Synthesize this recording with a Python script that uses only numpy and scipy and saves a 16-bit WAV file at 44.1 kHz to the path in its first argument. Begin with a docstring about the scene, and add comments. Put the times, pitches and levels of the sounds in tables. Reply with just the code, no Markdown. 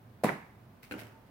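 """A hollow ball, batted by a child in a fenced backyard, gives a double thump with a crack and a scuff.
The impact excites damped resonances, and fence and house reflect the sound. The ball then brushes
leaves and twigs, knocks on wooden boards, which ring in their normal modes, and drops through the
foliage to the ground. A low neighbourhood rumble lies underneath."""
import sys
import numpy as np
from scipy import signal
from scipy.fft import rfft, irfft, next_fast_len
from scipy.io import wavfile
from scipy.ndimage import map_coordinates

SR = 44100
rng = np.random.default_rng(int(sys.argv[2]) if len(sys.argv) > 2 else 0)


def persist_wave(psi):
    """Save psi, clipped to +-1, as 16-bit WAV."""
    counts = np.round(np.clip(psi, -1, 1) * 32767).astype(np.int16)
    wavfile.write(sys.argv[1], SR, np.atleast_2d(counts).T)


N = 57330

# spectrum of the neighbourhood rumble (f/Hz, level/dB)
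RUMBLE_SPECTRUM = [(15, -46), (25, -25), (44, -9.5), (79, -11), (100, -5.5), (118, 1), (145, -8.5),
                   (190, -7), (235, -8), (290, -13.5), (445, -18), (630, -17), (870, -18.5), (2000, -28.5),
                   (3530, -36), (7700, -45.5), (15500, -38)]
# hollow resonances of bat and ball (t/s, f/Hz, peak level/dB, time to peak/s)
THUMPS = [(.2361, 587, -17, 0.0017), (.2431, 211, -20, 0.0043), (.2458, 606, -14.5, 0.0014),
          (.2425, 127, -57, 0.0027)]
# cracks of the blow and their reflections off the walls (t/s, level/dB, T60/s, left-right/dB)
CRACKS = [(0.2372, -36, 0.035, -8.5), (0.2431, -20.5, 0.014, 3), (0.2554, -23, 0.0054, -2.5),
          (0.286, -24.5, 0.0089, 10), (0.292, -25.5, 0.023, -10.5), (.298, -31.5, 0.042, 6.5),
          (.319, -39.5, 0.045, -4), (0.334, -47.5, .04, -14)]
CRACK_SPECTRUM = [(60, -38), (300, -9.5), (700, 1), (1200, -3.5), (1900, 1), (2400, -9), (3050, -23.5),
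                  (6000, -44), (15500, -31)]  # (f/Hz, level/dB)
# scuff of ball on bat, and its scatter (t/s, level/dB, rise/s, T60/s)
SCUFFS = [(0.235, -37.5, 0.0011, 0.12), (.2406, -27, .0015, 0.024), (0.245, -42, 0.0016, 0.28)]
SCUFF_SPECTRUM = [(500, 5.5), (2000, -7.5), (3800, -1), (5500, -4.5), (8000, -3.5), (9400, 1),
                  (12500, -5.5), (15000, -5)]  # (f/Hz, level/dB)
# yard reverberation after the blow (t/s, level/dB, rise/s, T60/s)
YARD_REVERB = [(0.248, -25.5, 0.0062, 0.27), (0.282, -33.5, 0.0015, 0.26)]
YARD_SPECTRUM = [(40, -36), (80, -19), (130, -6), (180, 3), (280, 1.5), (400, 0), (560, -6), (740, -8),
                 (1000, -1.5), (1400, -13), (2100, -10), (3000, -23.5), (6000, -33), (15500, -49)]  # (f/Hz, level/dB)
# late echo from neighbouring gardens (f/Hz, level/dB)
ECHO_SPECTRUM = [(60, -48), (150, 7), (400, -10.5), (750, -0.5), (1100, -3), (1400, -5), (2100, -2),
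                 (2500, -10.5), (3050, -20), (6000, -30.5), (15500, -36)]
# brushed leaves (t/s, level/dB, rise/s, T60/s)
RUSTLES = [(0.825, -58, 0.002, 0.69), (0.919, -49, 0.00087, 0.16), (0.978, -42.5, 0.013, 0.17),
           (.991, -46.5, 0.0023, 0.12), (1.002, -54, 0.0024, 0.41), (1.255, -64.5, 0.011, 0.22)]
LEAF_SPECTRUM = [(300, -37), (1500, 3), (2100, 11), (2750, 8), (3300, 1), (4800, -0.5), (7000, -7.5),
                 (9500, -4), (12500, -4.5), (15000, -3)]  # (f/Hz, level/dB)
# struck twigs (t/s, level/dB, T60/s)
TWIGS = [(0.8295, -48, 0.088), (.8445, -57, 0.086), (0.9892, -50, 0.094)]
TWIG_SPECTRUM = [(300, -26), (1000, -5), (1800, -3), (2080, 5.5), (2300, -1), (2700, -1), (3050, -11),
                 (4600, -7), (7000, -16), (15000, -8)]  # (f/Hz, level/dB)
# impacts on wood (t/s, level/dB, relative crack level/dB, left-right/dB)
KNOCKS = [(.9112, -39.5, 7, 0), (0.9208, -38, 2.5, 2), (.939, -38.5, -9, -0.5), (.992, -53, 5, 5),
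          (1.018, -50.5, -7, -8)]
# normal modes of the boards (f/Hz, relative level/dB, T60/s)
BOARD_MODES = [(191, -4, 0.21), (252.3, 9, 0.077), (307, 2, .2), (393.7, -5, 0.32), (502.6, 1, 0.16),
               (609.6, -4, 0.14), (764, -4.5, 0.067), (1479, 6, 0.058), (1586, -9, 0.096),
               (2000, -26, 0.043), (2400, -6, 0.024), (2810, -6.5, 0.11), (3100, -13, 0.12),
               (4200, -21, 0.036)]
# contact crack and reverberation of a knock (f/Hz, level/dB)
KNOCK_CRACK_SPECTRUM = [(60, 7), (150, 9), (450, 3.5), (700, -7), (1100, -12), (1500, 8), (1850, -4.5),
                        (2400, 5), (2800, 1), (3450, -18), (4100, -7), (5300, -22), (9000, -19),
                        (15000, -23)]
KNOCK_REVERB_SPECTRUM = [(60, -15), (150, 2), (400, 1), (620, -1.5), (850, -2.5), (1150, -6.5), (1500, -4),
                         (1800, -6.5), (2300, -12), (2800, -12), (3400, -21), (6000, -25.5), (15500, -37)]
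# thuds on the ground, then a faint ring (t/s, f/Hz, peak level/dB, time to peak/s)
THUDS = [(0.97, 114.2, -46, 0.025), (1.024, 111.7, -50, 0.032)]
RINGS = [(1.125, 897, -60, 0.033)]
# likeness of the left and right channels (f/Hz, coherence)
COHERENCE = [(60, 1), (200, 0.94), (500, 0.66), (1000, 0.12), (2000, 0.083), (5000, 0.05), (15000, 0.03)]
# channel balance (f/Hz, left-right/dB)
BALANCE = [(60, -3), (200, -1.6), (600, -1.5), (1200, -3.5), (2300, -1.5), (4400, 1.7), (15000, 1.5)]


def amp(db):
    """Amplitude ratio of a level in decibels."""
    return 10 ** (np.asarray(db) / 20)


def unit_rms(x):
    """Normalisation to an rms of 1."""
    return x / np.sqrt(np.mean(x ** 2) + 1e-20)


def curve_at(points, hz):
    """Interpolation of (f/Hz, value) points on a logarithmic frequency axis."""
    f, values = np.transpose(points)
    return np.interp(np.log(hz + 1), np.log(f + 1), values)


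def since(onset):
    """Seconds elapsed since the onset, zero before it."""
    return np.maximum(np.arange(N) / SR - onset, 0)


def pan(db):
    """Left and right gains for an interchannel level difference."""
    return amp(np.array([[db], [-db]]) / 2)


def filtered(x, response):
    """Linear filtering: the spectrum is multiplied by a frequency response."""
    size = next_fast_len(N + SR // 2)
    return irfft(rfft(x, size) * response(np.fft.rfftfreq(size, 1 / SR)), size)[..., :N]


def stereo_angle(hz):
    """Mid-side mixing angle; the cosine of twice this angle is the coherence."""
    return np.arccos(np.clip(curve_at(COHERENCE, hz), -1, 1)) / 2


def noise(spectrum):
    """Partially coherent stereo noise of rms 1, near mono in the bass and wide in the treble."""
    def response(hz):
        angle = stereo_angle(hz)
        return amp(curve_at(spectrum, hz)) * [np.cos(angle), np.sin(angle)]
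    mid, side = filtered(rng.standard_normal((2, N)), response)
    return unit_rms(np.array([mid + side, mid - side]))


def burst(spectrum, onset, db, rise, t60):
    """Coloured noise with exponential build-up and decay."""
    t = since(onset)
    return noise(spectrum) * (1 - np.exp(-t / rise)) * amp(db - 60 * t / t60)


def resonance(onset, hz, db, time_to_peak):
    """A damped oscillator, softly driven: its amplitude builds to a peak and dies away."""
    t = since(onset)
    u = t / time_to_peak
    return -amp(db) * (u * np.exp(1 - u)) ** 2 * np.sin(2 * np.pi * hz * t)


def minimum_phase(spectrum, size=2048):
    """Causal impulse response of unit energy, obtained by folding the cepstrum."""
    gain = amp(curve_at(spectrum, np.fft.rfftfreq(size, 1 / SR)))
    cepstrum = irfft(np.log(gain))
    cepstrum[1:size // 2] *= 2
    cepstrum[size // 2 + 1:] = 0
    response = irfft(np.exp(rfft(cepstrum)))
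    return response / np.linalg.norm(response)


def impact(spectrum, onset, db, t60):
    """Source and filter: a brief noisy force is convolved with a body's impulse response."""
    t = since(onset)
    decay = amp(-60 * t / t60) * (t > 0)
    force = noise([(1, 0), (SR, 0)]) * decay  # flat spectrum
    vibration = signal.fftconvolve(force, minimum_phase(spectrum)[None], axes=1)[:, :N]
    return amp(db) * unit_rms(vibration) * np.sqrt(np.mean(decay ** 2))


def neighbourhood():
    """Stationary background noise: distant rumble and faint hiss."""
    return noise(RUMBLE_SPECTRUM) * amp(-56.5)


def bat():
    """Impact excitation: bat and hollow ball resonate, the contact cracks and friction scuffs."""
    thump = sum(resonance(*row) for row in THUMPS)
    crack = sum(pan(lr) * impact(CRACK_SPECTRUM, onset, db, t60) for onset, db, t60, lr in CRACKS)
    scuff = sum(burst(SCUFF_SPECTRUM, *row) for row in SCUFFS)
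    return thump + crack + scuff


def yard():
    """Reverberation: fence and house scatter the blow; longer paths from other gardens arrive later."""
    near = sum(burst(YARD_SPECTRUM, *row) for row in YARD_REVERB)
    return near + burst(ECHO_SPECTRUM, onset=0.31, db=-39.5, rise=0.0064, t60=0.52)


def foliage(grain_db=3, grain_hz=700):
    """Friction and small impacts: leaves rustle and twigs tick, grainy with random amplitude modulation."""
    leaves = sum(burst(LEAF_SPECTRUM, *row) for row in RUSTLES)
    twigs = sum(burst(TWIG_SPECTRUM, onset, db, rise=0.0012, t60=t60) for onset, db, t60 in TWIGS)
    knots = rng.standard_normal(int(N * grain_hz / SR) + 4)
    grain = map_coordinates(knots, [np.arange(N) * grain_hz / SR])
    return (leaves + twigs) * unit_rms(amp(grain_db * grain))


def boards(onset, count=5, mistuning=0.0248, rise_cycles=0.74):
    """Modal superposition: each mode differs slightly in frequency by board, and in phase by ear."""
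    out = np.zeros((2, N))
    ringing = slice(int(onset * SR), int((onset + 0.3) * SR))
    t = since(onset)[ringing, None]
    for hz, db, t60 in BOARD_MODES:
        detune, start_phase, spread = rng.standard_normal((3, count))
        phase = 2 * np.pi * (hz * (1 + mistuning * detune) * t + start_phase)
        ear_shift = stereo_angle(hz) * spread
        envelope = amp(db - 60 * t / t60) * (1 - np.exp(-t * hz / rise_cycles)) / np.sqrt(count)
        out[:, ringing] += [(envelope * np.sin(phase + side * ear_shift)).sum(axis=1) for side in (1, -1)]
    return out


def knocks():
    """Impulsive excitation: each contact cracks, sets the boards ringing and reverberates in the yard."""
    out = np.zeros((2, N))
    for onset, db, crack_db, lr in KNOCKS:
        crack = impact(KNOCK_CRACK_SPECTRUM, onset, crack_db, t60=0.03)
        reverb = burst(KNOCK_REVERB_SPECTRUM, onset, db=-10, rise=0.013, t60=0.67)
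        out += amp(db) * pan(lr) * (amp(-6) * boards(onset) + crack + reverb)
    return out


def landing():
    """A soft impact excites only low frequencies: the ball thuds on the ground."""
    return sum(resonance(*row) for row in THUDS)


def faint_ring():
    """A single damped resonance lingers after the landing."""
    return sum(resonance(*row) for row in RINGS)


def scene():
    """Linear superposition of the ball's sounds and the background."""
    return bat() + yard() + knocks() + foliage() + landing() + faint_ring() + neighbourhood()


def record(dry, low_cut_hz=48, top_hz=15900):
    """Band-limited microphone response, favouring the right in bass and middle, the left in the treble."""
    def response(hz):
        return amp(curve_at(BALANCE, hz) * np.array([[1], [-1]]) / 2) * (hz < top_hz)
    low_cut = signal.butter(2, low_cut_hz, "highpass", fs=SR, output="sos")
    return filtered(signal.sosfilt(low_cut, dry), response)


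dry = scene()
out = record(dry)
persist_wave(out)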